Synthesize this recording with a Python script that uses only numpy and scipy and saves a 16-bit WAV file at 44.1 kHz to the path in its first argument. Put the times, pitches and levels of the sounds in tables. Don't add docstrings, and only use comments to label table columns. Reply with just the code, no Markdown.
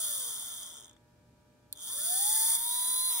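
import sys
import numpy as np
from scipy import signal
from scipy.fft import rfft, irfft, next_fast_len
from scipy.io import wavfile

SR = 44100
rng = np.random.default_rng(int(sys.argv[2]) if len(sys.argv) > 2 else 0)


def dump(signal):
    limited = np.clip(np.atleast_2d(signal).T, -1, 1)
    pcm = np.round(limited * 32767).astype(np.int16)
    wavfile.write(sys.argv[1], SR, pcm)


N = 141120
T = np.arange(N) / SR
SIZE = next_fast_len(N + SR // 2)
HZ = np.maximum(np.arange(SIZE // 2 + 1) * SR / SIZE, 1)
CUTOFF_HZ = 15750
PATHS = 3
FULL_SLIDE_REV_PER_S = 217
WHINE_FLUTTER_DB, PARTIAL_FLUTTER_DB = 0.6, 2


def from_db(db):
    return 10 ** (np.asarray(db) / 20)


def rms_one(x):
    return x / np.sqrt(np.mean(np.abs(x) ** 2) + 1e-20)


def in_time(rows):
    return np.interp(T, *np.transpose(rows))


def by_hz(rows):
    hz, value = np.transpose(rows)
    return np.interp(np.log(HZ), np.log(hz), value)


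def drift(rate_hz):
    spectrum = rfft(rng.standard_normal(SIZE))
    return rms_one(irfft(spectrum / (1 + (HZ / rate_hz) ** 2), SIZE)[:N])


def colour(x, points, modes=()):
    db = by_hz(points)
    for hz, width_hz, lift_db in modes:
        db = db + lift_db / (1 + (2 * (HZ - hz) / width_hz) ** 2)
    gain = rms_one(from_db(db) / np.sqrt(1 + (HZ / CUTOFF_HZ) ** 20))
    cepstrum = irfft(np.log(gain), SIZE)
    cepstrum[1:SIZE // 2] *= 2
    cepstrum[SIZE // 2 + 1:] = 0
    response = np.exp(rfft(cepstrum))
    return irfft(rfft(x, SIZE) * response, SIZE)[..., :N]


def fade(clicks, decay_s):
    return signal.lfilter([1], [1, -np.exp(-1 / (decay_s * SR))], clicks + 1e-18)


def partial(turns, order):
    return np.sqrt(2) * np.sin(2 * np.pi * (order * turns + rng.random()))


# (time [s], speed [rev/s])
SHAFT_SPEED = [(0, 221), (.116, 194), (.234, 166), (.448, 123), (.6, 100), (.73, 80), (.8, 61), (.885, 36),
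               (.94, 19), (.98, 0), (1.73, 0), (1.83, 100), (1.95, 178), (2.054, 218.7), (2.136, 246.5),
               (2.21, 265), (2.31, 283), (2.43, 295.8), (2.57, 306.1), (2.65, 314.4), (2.75, 322.7),
               (2.87, 330.4), (2.98, 335.6), (3.092, 339.2), (3.2, 310)]
# (time [s], share [0-1])
BRUSH_CHATTER = [(0, 0.1), (.5, 0), (1.8, 0), (2.0, 0.1), (2.25, 0.5), (2.555, 0.72), (2.58, 0.25),
                 (3.08, 0), (3.2, 0.6)]
# (time [s], level [dB])
BRUSH_LEVEL = [(0, -35), (.06, -34.5), (.32, -39.5), (.634, -46), (.79, -57.5), (.87, -64), (1.0, -100),
               (1.72, -100), (1.745, -61.5), (1.83, -45), (1.9, -38.5), (2.13, -31), (2.35, -29),
               (2.553, -28.5), (2.575, -37.5), (2.74, -34.5), (3.08, -35.5), (3.2, -35.5)]
# (time [s], level [dB])
FRAME_LEVEL = [(0, -59), (.35, -60.5), (.65, -63.5), (.8, -66.5), (.98, -74.5), (1.73, -71), (1.83, -68.5),
               (1.95, -60.5), (2.13, -59), (2.55, -51), (2.58, -56.5), (3.2, -54.5)]
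# (frequency [Hz], relative
# level [dB])
RUNNING_COLOUR = [(2500, -49.5), (4250, -15), (4600, -9.5), (5200, -16.5), (5900, -13), (7200, -7),
                  (8200, -12.5), (9000, -2.5), (10400, -1), (11100, -0.5), (12200, -48.5), (13700, -1),
                  (14600, -21), (15200, -3.5), (15600, -4)]
LATE_COLOUR = [(2500, -24), (4250, -21.5), (4600, -13.5), (5200, -9.5), (5900, -9), (7200, -6),
               (8200, -9.5), (9000, -9.5), (9700, -6.5), (10400, -0.5), (11100, 3), (12200, -32),
               (13700, -3), (15600, -1.5)]
CAN_COLOUR = [(1900, -21), (2450, -36), (3000, -6), (3500, 17.5), (3950, 1), (4250, -16), (5200, -48)]
FRAME_COLOUR = [(100, -36), (450, -10.5), (800, 3.5), (1100, 3), (1400, 3), (2100, 0.5), (3000, -47)]
# (frequency [Hz], width [Hz], lift [dB])
SPRING_MODES = [(9660, 146, 5), (9700, 47, -4)]
START_TURNS = 0.22
JITTER_TURNS, CHATTER_JITTER_TURNS, JITTER_HZ = 0.0012, 0.0058, 27.8
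BRUSH_GAIN_DB = 1.2
CAN_DB, CAN_REFERENCE_DB, CAN_DB_PER_BRUSH_DB = -44.5, -31.5, 0.49
LATE_COLOUR_S, COLOUR_CHANGE_S = 3.1, 0.012


def motor():
    speed = in_time(SHAFT_SPEED)
    chatter = np.clip(in_time(BRUSH_CHATTER), 0, 1)
    level_db = in_time(BRUSH_LEVEL)
    running = np.minimum(speed / FULL_SLIDE_REV_PER_S, 1)

    jitter_turns = JITTER_TURNS + CHATTER_JITTER_TURNS * chatter
    turns = START_TURNS + np.cumsum(speed) / SR + running * jitter_turns * drift(JITTER_HZ)

    force = brush_contact(turns, speed, chatter)
    hiss = force * from_db(BRUSH_GAIN_DB + level_db)
    late = np.clip((T - LATE_COLOUR_S) / COLOUR_CHANGE_S, 0, 1)
    springs = colour(hiss * (1 - late), RUNNING_COLOUR, SPRING_MODES)
    springs = springs + colour(hiss * late, LATE_COLOUR)
    can_db = CAN_DB + CAN_DB_PER_BRUSH_DB * (level_db - CAN_REFERENCE_DB)
    can = colour(force * from_db(can_db), CAN_COLOUR)
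    frame = colour(force * from_db(in_time(FRAME_LEVEL)), FRAME_COLOUR)

    body = springs + can + frame
    tones = commutator_song(turns) + running * rotor(turns, chatter) + shake(turns, speed)
    return body + tones + knocks(turns, speed)


GAP_LEVELS = [-0.5, -12, -4, -1.5, -7, -4]
GAP_SCATTER_TURNS, GAP_SCATTER_HZ, GAP_SPREAD_DB = 0.026, 1500, 0.52
SCRATCH_DECAY_S = 0.0007
TICK_DB, SCRATCH_DB, SLIDE_DB = -6.5, -4.5, -2.5
LUMP_DB, CHATTER_LUMP_DB, LUMP_HZ = -1, -0.5, 350


def brush_contact(turns, speed, chatter):
    running = np.minimum(speed / FULL_SLIDE_REV_PER_S, 1)
    gaps_per_turn = len(GAP_LEVELS)
    scatter = GAP_SCATTER_TURNS * running * drift(GAP_SCATTER_HZ)
    gap = np.floor(np.maximum.accumulate(turns + scatter) * gaps_per_turn).astype(int)
    gap_db = np.array(GAP_LEVELS)[gap % gaps_per_turn]
    strength = from_db(gap_db + GAP_SPREAD_DB * rng.standard_normal(N))
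    rate_gain = np.sqrt(SR / (2 * np.maximum(speed, 20)))
    ticks = np.diff(gap, prepend=gap[0]) * strength * rate_gain

    envelope = np.sqrt(fade(ticks ** 2, SCRATCH_DECAY_S) / (SCRATCH_DECAY_S * SR))
    scratch = envelope * rng.standard_normal((PATHS, N))
    slide = running ** 0.5 * rng.standard_normal((PATHS, N))
    lump_db = LUMP_DB + CHATTER_LUMP_DB * chatter
    lumps = from_db(lump_db * drift(LUMP_HZ) - lump_db ** 2 * np.log(10) / 20)
    noise = from_db(SCRATCH_DB) * scratch + from_db(SLIDE_DB) * slide
    return from_db(TICK_DB) * ticks + lumps * noise


SONG_ORDERS = {26: -8, 27: -1, 28: -7, 29: -1, 30: 0, 31: -6, 32: -5, 33: -5, 36: -5, 38: -9, 39: -5, 41:
               -8, 42: -6, 43: -6, 44: -8, 45: 2, 47: -8, 48: -5, 51: -8}
# (time [s], level [dB])
SONG_LEVEL = [(0, -67), (.2, -52), (.45, -61), (.9, -110), (1.75, -110), (1.95, -73), (2.15, -50.5),
              (2.55, -47.5), (2.75, -49.5), (3.1, -47), (3.2, -49)]
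# (frequency [Hz], relative level [dB])
SONG_COLOUR = [(6500, -23.5), (8500, -8.5), (9000, -2.5), (9300, -11), (9650, 3.5), (10150, 4.5),
               (10800, -5), (11700, -26.5), (13200, -1.5), (13700, -8), (14200, -2), (14800, 0.5),
               (15150, -15.5)]


def commutator_song(turns):
    partials = 0
    for order, db in SONG_ORDERS.items():
        partials = partials + from_db(db + PARTIAL_FLUTTER_DB * drift(9.1)) * partial(turns, order)
    return colour(from_db(in_time(SONG_LEVEL)) * partials, SONG_COLOUR)


# (time [s], level [dB])
WHINE_LEVEL = [(0, -50), (.19, -59), (.25, -62), (.6, -80.5), (.95, -100), (1.86, -81), (1.965, -54),
               (2.054, -52), (2.136, -47), (2.33, -42), (2.5, -47.5), (2.57, -52), (2.7, -48), (3.2, -51)]
RATTLE_ORDERS = {3: -51, 6: -55, 7: -48.5}
POLES = 3
RATTLE_HZ, RATTLE_TOP_HZ = 75, 1950


def rotor(turns, chatter):
    whine_gain = from_db(in_time(WHINE_LEVEL) + WHINE_FLUTTER_DB * drift(15))
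    whine = whine_gain * np.sqrt(2) * np.sin(2 * np.pi * POLES * turns)
    rattle = 0
    for order, db in RATTLE_ORDERS.items():
        angle = 2 * np.pi * order * turns
        rough = drift(RATTLE_HZ) * np.sin(angle) + drift(RATTLE_HZ) * np.cos(angle)
        rattle = rattle + from_db(db) * rough
    lowpass = signal.butter(6, RATTLE_TOP_HZ, fs=SR, output="sos")
    return whine + chatter * signal.sosfilt(lowpass, rattle)


SHAKE_ORDERS = {1: -2, 4: -6, 5: -5, 6: -2, 7: 6, 9: 2, 12: 0, 15: -2}
# (frequency [Hz], relative level [dB])
SHAKE_COLOUR = [(150, -12), (330, -4), (600, -10), (1000, -6), (1350, -2), (1750, -2), (2100, -12),
                (2600, -24)]
REFERENCE_REV_PER_S, SHAKE_DB, CAN_TONE_DB = 325, -79, -42
SHAKE_EXPONENT, CAN_TONE_EXPONENT, CAN_ORDER = 0.5, 11, 12
STANDSTILL_TORQUE_DB, TORQUE_FROM_S = 7, 1.9


def shake(turns, speed):
    pace = speed / REFERENCE_REV_PER_S
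    torque = (T > TORQUE_FROM_S) * np.maximum(1 - pace, 0)
    fan = 0
    for order, db in SHAKE_ORDERS.items():
        fan = fan + from_db(db + PARTIAL_FLUTTER_DB * drift(12)) * partial(turns, order)
    fan_gain = from_db(SHAKE_DB + STANDSTILL_TORQUE_DB * torque) * pace ** SHAKE_EXPONENT
    tone_gain = from_db(CAN_TONE_DB + WHINE_FLUTTER_DB * drift(12)) * pace ** CAN_TONE_EXPONENT
    return colour(fan_gain * fan, SHAKE_COLOUR) + tone_gain * partial(turns, CAN_ORDER)


# (frequency [Hz], relative level [dB])
KNOCK_COLOUR = [(600, -15.5), (1400, -2.5), (2100, -54), (3300, 6.5), (4300, -35.5), (5200, -5), (6000, 2),
                (7200, 5), (8500, -3.5), (9700, -2), (11500, -70), (15500, -20)]
KNOCKS_PER_TURN, KNOCKS_UNTIL_S, KNOCK_DECAY_S = 2, 1.9, 0.00087
KNOCK_DB, KNOCK_SPREAD_DB, FULL_KNOCK_REV_PER_S = -38.5, 2, 79.5


def knocks(turns, speed):
    count = np.floor(np.maximum.accumulate(turns) * KNOCKS_PER_TURN)
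    strength = np.minimum(speed / FULL_KNOCK_REV_PER_S, 1)
    strength = strength * from_db(KNOCK_DB + KNOCK_SPREAD_DB * rng.standard_normal(N))
    hits = np.diff(count, prepend=count[0]) * strength * (T < KNOCKS_UNTIL_S)
    bursts = fade(hits, KNOCK_DECAY_S) * rng.standard_normal((PATHS, N))
    return colour(bursts, KNOCK_COLOUR)


# (time [s], level [dB])
SWITCH_CONTACTS = [(1.727, -20.5), (1.728, -31)]
# (frequency [Hz], relative level [dB])
SWITCH_COLOUR = [(800, -27), (3000, -35), (3600, -11), (4350, -1), (5300, -26), (7000, -11), (9600, -7.5),
                 (10600, 0), (12700, -3), (15500, -14)]
SWITCH_DECAY_S = 0.00052


def switch():
    time_s, db = np.transpose(SWITCH_CONTACTS)
    clicks = np.zeros(N)
    clicks[(time_s * SR).astype(int)] = from_db(db)
    return colour(fade(clicks, SWITCH_DECAY_S) * rng.standard_normal(N), SWITCH_COLOUR)


# (frequency [Hz], relative level [dB])
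ROOM_COLOUR = [(20, -24.5), (55, 0.5), (130, -2.5), (180, -2.5), (250, -1), (400, -7), (800, -15.5),
               (1500, -24.5), (3000, -24), (8000, -27.5), (15000, -34)]
# (time [s], level [dB])
RUMBLE_LEVEL = [(0, -79), (.85, -78.5), (1.1, -67.5), (1.35, -70), (1.5, -73), (3.2, -82.5)]
# (frequency [Hz], relative level [dB])
RUMBLE_COLOUR = [(30, -25), (70, -2), (125, 0.5), (220, -12.5), (400, -19.5), (1200, -63)]
HUM_ORDERS = {2: -75, 4: -77, 8: -87, 10: -74.5, 14: -83, 16: -78, 20: -86, 22: -89, 24: -90, 26: -85, 28:
              -86, 30: -89, 38: -91, 40: -90}
MAINS_HZ, HUM_WAVER_DB, RUMBLE_WAVER_DB = 59.95, 1.2, 3
ROOM_DB, SIDE_HIGHPASS_HZ = -68, 512


def workshop():
    mid, side = colour(rng.standard_normal((2, N)), ROOM_COLOUR)
    highpass = signal.butter(1, SIDE_HIGHPASS_HZ, "high", fs=SR, output="sos")
    side = signal.sosfilt(highpass, side)
    room = from_db(ROOM_DB) * np.array([mid + side, mid - side])

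    hum = 0
    for order, db in HUM_ORDERS.items():
        phase_turns = rng.random() + order / 200 * rng.normal(size=(2, 1))
        tone = np.sqrt(2) * np.sin(2 * np.pi * (order * MAINS_HZ * T + phase_turns))
        hum = hum + from_db(db + HUM_WAVER_DB * drift(7.7)) * tone

    rumble_gain = from_db(in_time(RUMBLE_LEVEL) + RUMBLE_WAVER_DB * drift(10))
    rumble = rumble_gain * colour(rng.standard_normal(N), RUMBLE_COLOUR)
    return room + rumble + hum


# (frequency [Hz], left lead [rad])
MIC_PHASE = [(100, 1), (1000, 1.92), (1500, 1.4), (2400, 17), (2950, 7.5), (3450, 4), (4100, 3.5),
             (4900, 5), (6000, 6), (7000, 3.5), (8000, 1.28), (9300, 0.5), (11600, -4), (14000, -5.5),
             (16000, -4)]
# (frequency [Hz], power share [0-1])
SCATTERED_SHARE = [(300, 0.74), (900, 0.08), (1500, 0.51), (2100, 0.39), (2450, 0.076), (2850, 0.023),
                   (3400, 0.54), (4050, 0.027), (5200, 0.29), (7200, 0.25), (9500, 0.072), (11700, 0.0067),
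                   (12900, 0.049), (15000, .13)]
# (frequency [Hz], left minus right [dB])
MIC_BALANCE = [(300, 1), (700, 1.5), (880, 4.5), (1000, 0.5), (2000, 4), (4000, -0.5), (5500, -2.5),
               (8000, 0)]
SCATTER_DECAY_S = 0.0062


def microphones(paths):
    share = np.clip(by_hz(SCATTERED_SHARE), 0, 1)
    tail_s = T[:SR // 10]
    tails = rng.standard_normal((2, len(tail_s))) * np.exp(-tail_s / SCATTER_DECAY_S)
    echoes = rms_one(rfft(tails, SIZE))
    sides = np.array([[0.5], [-0.5]])
    spectra = rfft(paths, SIZE)
    direct = spectra[0] * np.exp(1j * sides * by_hz(MIC_PHASE))
    scattered = echoes * spectra[1:]
    both = np.sqrt(1 - share) * direct + np.sqrt(share) * scattered
    return irfft(both * from_db(sides * by_hz(MIC_BALANCE)), SIZE)[:, :N]


def scene():
    return microphones(motor() + switch()) + workshop()


def record(dry):
    return signal.sosfilt(signal.ellip(12, 0.2, 70, CUTOFF_HZ, fs=SR, output="sos"), dry)


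dry = scene()
out = record(dry)
dump(out)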